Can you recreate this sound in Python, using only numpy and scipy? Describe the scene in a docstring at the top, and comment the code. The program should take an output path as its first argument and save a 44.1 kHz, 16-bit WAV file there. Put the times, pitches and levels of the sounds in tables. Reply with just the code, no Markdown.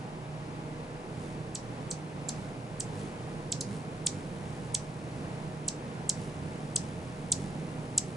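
"""A walled backyard: the far wash of the town and the drone of a fan unit run throughout.
A hummingbird flies up in the first second and hovers, its wingbeats humming, each half stroke a swish.
From 1.2 s it darts now and then, and the wings swell and quicken.
From 1.5 s it gives sharp chips, louder toward the end: each is one whistle that plunges
from about 8.5 to 3 kHz in some 10 ms and rings on between the walls."""
import sys
import numpy as np
from scipy import signal
from scipy.fft import rfft, irfft
from scipy.io import wavfile
from scipy.ndimage import uniform_filter1d

SR = 44100
rng = np.random.default_rng(int(sys.argv[2]) if len(sys.argv) > 2 else 0)


def dump_mix(stems):
    """Bounce the given channels to the path in sys.argv[1] as a 16-bit WAV at rate SR."""
    frames = np.atleast_2d(stems).T  # one column per channel
    limited = np.clip(frames, -1, 1)  # hard clip at full scale
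    pcm = np.round(limited * 32767).astype(np.int16)
    wavfile.write(sys.argv[1], SR, pcm)


N = 359856


def gain_of(db):
    """Decibels to amplitude."""
    return 10 ** (np.asarray(db) / 20)


def unit_rms(x):
    """Scales to an rms of 1."""
    return x / np.sqrt(np.mean(abs(x) ** 2) + 1e-20)


def curve_at(points, hz):
    """Reads a curve on a log-frequency axis."""
    f, value = np.transpose(points)
    return np.interp(np.log(hz + 1), np.log(f + 1), value)


def automation(rows):
    """Each column of a timed curve, at every sample."""
    s, *columns = np.transpose(rows)
    return [np.interp(np.arange(N) / SR, s, c) for c in columns]


def panned(x, balance_db):
    """Pans a sound, the left balance_db above the right."""
    return np.array([x * gain_of(balance_db / 2), x * gain_of(-balance_db / 2)])


def wander(top_hz):
    """Slow random modulation of rms 1, no faster than top_hz."""
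    frames = np.linspace(0, N / SR, 800)
    speed, start = rng.random((2, 24, 1))
    slow = np.sin(2 * np.pi * (top_hz * speed * frames + start)).sum(0)
    return np.interp(np.arange(N) / SR, frames, unit_rms(slow))


def town(level_db=-41.5, swell_db=0.58):
    """A bed of distant traffic and moving air: narrow in the bass, wider above."""
    # tone colour of the wash: f/Hz, relative level/dB
    colour = [(15, -37), (30, -15), (70, -15), (105, -9.5), (160, -2.5), (210, -8), (400, -11.5), (480, -9),
              (620, -16.5), (790, -13.5), (1300, -21.5), (2400, -26), (3300, -31.5), (11000, -42.5)]
    # likeness of left and right: f/Hz, correlation
    likeness = [(60, .99), (200, .98), (350, .93), (600, .72), (1100, .45), (2200, .45), (5000, .35),
                (11000, .5)]
    # pan across the spectrum: f/Hz, left over right/dB
    balance = [(60, -4.5), (190, -4.5), (350, -3), (620, 0), (850, 3.5), (1050, 7.5), (1250, -2), (2000, 0),
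               (11000, 0)]
    # phase between the sides: f/Hz, lead of the left/rad
    left_lead = [(60, 0), (300, -.15), (690, -.6), (1030, -2.5), (1290, -1.9), (2200, -1.4), (3200, -1.5),
                 (5400, -.7), (7500, -.1)]
    hz = np.fft.rfftfreq(N, 1 / SR)
    common, separate = rfft(rng.standard_normal((2, N)))
    alike, balance_db = curve_at(likeness, hz), curve_at(balance, hz)
    left = common * gain_of(balance_db / 2) * np.exp(1j * curve_at(left_lead, hz))
    right = (alike * common + np.sqrt(1 - alike ** 2) * separate) * gain_of(-balance_db / 2)
    wash = irfft(np.array([left, right]) * gain_of(curve_at(colour, hz)), N)
    return gain_of(level_db + swell_db * wander(2.19)) * unit_rms(wash)


def fan_unit():
    """Motor and blade tones, wavering in level and phase on their way across the yard."""
    # partials of the drone: f/Hz, level/dB, left over right/dB, unsteadiness/0-1
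    partials = [(26.2, -64, -1, .4), (29.6, -61.5, -1, .3), (72.7, -66, -2, .4), (119.8, -50.5, -2.5, .25),
                (124.5, -58, -2.5, .5), (150.5, -46.3, -2.5, .2), (185.1, -57, -2.5, .5),
                (240.2, -61, -2, .4), (267.8, -61.5, -2.5, .5), (293.4, -61, -2, .5), (312.9, -58, -1, .35),
                (374.1, -65, -1, .6), (434, -65, -2.5, .7), (465, -63.5, 0, .7), (491.2, -60, 0, .7),
                (587.5, -70, 2, .4), (625.8, -57.2, 0, .17), (749, -72, 7, .5), (840, -67.5, 9, .3),
                (1122, -77, -7, .3)]
    t, drone = np.arange(N) / SR, np.zeros((2, N))
    for hz, db, balance_db, unsteady in partials:
        drift = (wander(2) + 1j * wander(2)) / np.sqrt(2)
        waver = unit_rms(1 - unsteady + unsteady * drift)
        tone = np.sqrt(2) * (waver * np.exp(2j * np.pi * (hz * t + rng.random()))).real
        drone += panned(gain_of(db) * tone, balance_db)
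    return drone


def wings(jitter=0.02483, flicker_db=3, stroke_depth=0.39, width=0.45,
          hum_trim_db=-46.5, swish_trim_db=-58.5, dart_hz=7, dart_hum_db=11.5, dart_swish_db=10):
    """Each beat pushes the air (a hum), each half stroke tears it (a swish); darts speed and lift both."""
    # steady flight between darts: t/s, wingbeat/Hz, relative level/dB
    flight = [(0, 43, -16), (1.1, 40.5, -6.5), (2.2, 45, -6.5), (3.3, 44.7, -3), (4, 46.3, -4),
              (4.5, 41.5, 1.5), (5.15, 40.4, -2), (5.45, 41, -2.5), (6, 43, -8), (6.45, 42, 0.5),
              (8.16, 43.3, 0.5)]
    # harmonics of the wingbeat: multiple, relative level/dB
    harmonics = [(1, -18), (2, -1.5), (3, -1.5), (4, 1), (5, -1), (6, -5), (7, -18), (8, -9.5), (9, -15.5)]
    # tone colour of air through the feathers: f/Hz, relative level/dB
    feathers = [(500, -11), (1500, 0), (3500, -2.5), (6000, -4.5), (8000, -3), (11000, -5.5)]
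    hover_hz, flight_db = automation(flight)
    effort = dart_effort()
    beat_hz = (hover_hz + dart_hz * effort) * (1 + jitter * wander(12))
    phase = 2 * np.pi * np.cumsum(beat_hz) / SR
    hum = np.zeros(N)
    for multiple, db in harmonics:
        level = gain_of(db + flicker_db * wander(7))
        hum += level * np.sin(multiple * phase + 2 * np.pi * rng.random())
    colour = gain_of(curve_at(feathers, np.fft.rfftfreq(N, 1 / SR)))
    mid, side = irfft(rfft(rng.standard_normal((2, N))) * colour, N)
    strokes = np.exp(stroke_depth * (np.cos(2 * phase) + 0.32 * np.cos(phase)))  # two unequal puffs
    swish = unit_rms(strokes * np.array([mid + width * side, mid - width * side]))
    hum_db = hum_trim_db + flight_db + dart_hum_db * effort
    swish_db = swish_trim_db + 0.77 * flight_db + dart_swish_db * effort
    return panned(gain_of(hum_db) * unit_rms(hum), balance_db=-3) + gain_of(swish_db) * swish


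def dart_effort():
    """How hard the bird works: zero in a hover, a bell-shaped swell for each dart."""
    # darts and sharp turns: t/s, half length/s, effort/0-1
    darts = [(1.239, 0.094, .8), (2.422, .08, 0.51), (3.008, 0.086, 0.99), (3.739, .07, 1),
             (4.15, .08, 0.54), (5.19, 0.057, 0.22), (6.22, .085, .95), (6.849, 0.079, 0.34),
             (7.42, 0.069, 0.7), (8.056, 0.089, 0.3)]
    t = np.arange(N) / SR
    return sum(strength * np.exp(-((t - s) / half_s) ** 2) for s, half_s, strength in darts)


def whistle(db, lead_s, speed, pitch, lowest_hz, low_boost_db, octave_db,
            quiver=0.02, fade_s=.0017, release_hz=900):
    """The dry voice of a chip: a tone and its octave diving down an S-curve, steepest near t = 0."""
    # strength of the voice at each pitch: f/Hz, gain/dB
    throat = [(2100, -35), (2750, -7), (3400, -9.5), (4500, -2.5), (6000, -1), (6900, -1), (7700, 3),
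              (8200, -1), (8600, -3)]
    top_hz, bottom_hz = 8550, 1950  # the S-curve before the pitch factor
    centre_s, plunge_s, end_s = .0008, .0018, .006  # its timing at speed 1
    t = np.arange(-lead_s, end_s / speed, 1 / SR)
    curve_s = np.where(t > 0, t * speed, t)
    fallen = 1 / (1 + np.exp((centre_s - curve_s) / plunge_s))
    hz = pitch * (top_hz + (bottom_hz - top_hz) * fallen)
    unsteady = 1 + quiver * unit_rms(uniform_filter1d(rng.standard_normal(len(t)), size=40))
    phase = 2 * np.pi * np.cumsum(hz * unsteady) / SR
    from_edge_s = np.minimum(t - t[0], t[-1] - t)
    gate = np.sin(np.pi / 2 * np.clip(from_edge_s / fade_s, 0, 1)) ** 2
    voiced = np.clip((hz - lowest_hz) / release_hz + .5, 0, 1)  # the voice stops as it slackens
    level = gate * voiced * gain_of(db + curve_at(throat, hz) + low_boost_db * np.log2(top_hz / hz))
    # the octave comes forward as the pitch falls: f/Hz, gain/dB
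    octave = gain_of(octave_db + curve_at([(3000, 6), (4200, 4.0), (5300, 2.5), (7000, -17)], hz))
    return level * (np.sin(phase) + octave * np.sin(2 * phase))


def yard_reverb(build_s=0.0079, late_db=-19, late_t60_s=0.36):
    """The yard's tail from one spot in the air: dense wall reflections, then a faint longer ring."""
    # decay between the walls: f/Hz, t60/s
    ring = [(2500, .1), (5000, .18), (8000, .145), (11000, .1)]
    # tone colour of what walls and plants send back: f/Hz, relative level/dB
    walls = [(3000, -0.5), (6000, 2), (8000, -2.5), (10500, -1)]
    t, hz = np.arange(SR // 2) / SR, np.fft.rfftfreq(128, 1 / SR)
    _, age_s, noise = signal.stft(rng.standard_normal((2, len(t))), SR, nperseg=128)
    early = gain_of(-60 * age_s / curve_at(ring, hz)[:, None])
    late = gain_of(late_db - 60 * age_s / late_t60_s)
    colour = gain_of(curve_at(walls, hz))[:, None]
    _, tail = signal.istft(noise * (early + late) * colour, SR, nperseg=128)
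    tail = tail[:, :len(t)] * np.clip(t / build_s, 0, 1)
    return tail / np.linalg.norm(tail[0])


def yard_paths(chip_db, near_s, left_lag_s=.000008):
    """Stereo impulse response for one chip: direct sound, early reflections and the yard's tail."""
    send_db = -9.6 - .38 * (chip_db + 22)  # a loud chip is a near one, so it is drier
    paths = gain_of(send_db - 1) * yard_reverb()
    taps = np.arange(128) - 8 - np.array([[left_lag_s * SR], [0]])
    near_bounce = gain_of(send_db - 1) * np.sinc(taps - near_s * SR)  # combs the direct sound
    paths[:, :taps.shape[1]] += np.sinc(taps) + near_bounce
    beams = (rng.uniform(0.0011, 0.0051, size=3) * SR).astype(int)  # feeder and beams answer in a few ms
    paths[:, beams] += gain_of(send_db - 7) * rng.choice([-1, 1], size=3)
    return paths


def chip_calls():
    """The bird's chips, each a whistle panned to its own spot and sent through the yard."""
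    # one chip a row: t/s of the steep plunge, base level/dB, lead-in/s, speed factor, pitch factor,
    # lowest f/Hz, boost per octave fallen/dB, overtone trim/dB, delay of the nearest surface/s
    chips = [(1.555, -31.5, 0.0075, 1.1, .97, 2670, 1, -10, 0.00087),
             (1.914, -29.5, 0.0094, 0.99, 0.98, 3400, 0, -8, 0.00067),
             (2.292, -30.5, 0.0068, 1.5, .92, 3150, 4, -3.5, .00069),
             (2.806, -26.5, .0088, 1.34, 1.01, 2580, -4, -4, 0.00065),
             (3.5241, -25.5, 0.0064, 1.2, .98, 2930, 4, -14, 0.00088),
             (3.6104, -26.3, 0.0038, .68, 0.95, 3280, -2, -4, .00076),
             (4.0696, -20.5, 0.0082, 1.95, .99, 2100, 4, -9.5, .000885),
             (4.7495, -20, 0.0071, 1.55, 1.016, 2500, 0.5, -8.5, .0009),
             (5.6858, -21.5, 0.00663, 1.16, 1.004, 2920, -2.5, -9.5, 0.00069),
             (6.0974, -17, .006, 1.1, 0.97, 2900, -4, -6, .00094),
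             (6.7634, -18.5, 0.0062, 1.4, 1.045, 2750, -0.5, -9, .00062),
             (7.3234, -15.5, 0.0063, 1.14, .98, 2820, -2.5, -6, .00084),
             (7.9822, -13.5, .0056, 1.4, 1.006, 2470, -6, -5.5, .00104)]
    # the bird's side as it calls: t/s, left over right/dB
    bearing = [(3.5, -2), (5.9, -1.3), (6.8, 0.5)]
    track = np.zeros((2, N))
    for s, db, lead_s, *voicing, near_s in chips:
        voice = panned(whistle(db, lead_s, *voicing), np.interp(s, *np.transpose(bearing)))
        chip = signal.fftconvolve(voice, yard_paths(db, near_s), axes=1)
        start = round((s - lead_s) * SR)
        slot = track[:, start:start + chip.shape[1]]
        slot += chip[:, :slot.shape[1]]
    return track


def scene():
    """The bird up front, over the steady bed of fan and town."""
    return chip_calls() + wings() + fan_unit() + town()


def record(dry):
    """A steep low-pass on the mix takes off the top air."""
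    low_pass = signal.firwin(501, cutoff=11170, window=("kaiser", 7), fs=SR)
    return signal.oaconvolve(dry, low_pass[None], "same")


dry = scene()
out = record(dry)
dump_mix(out)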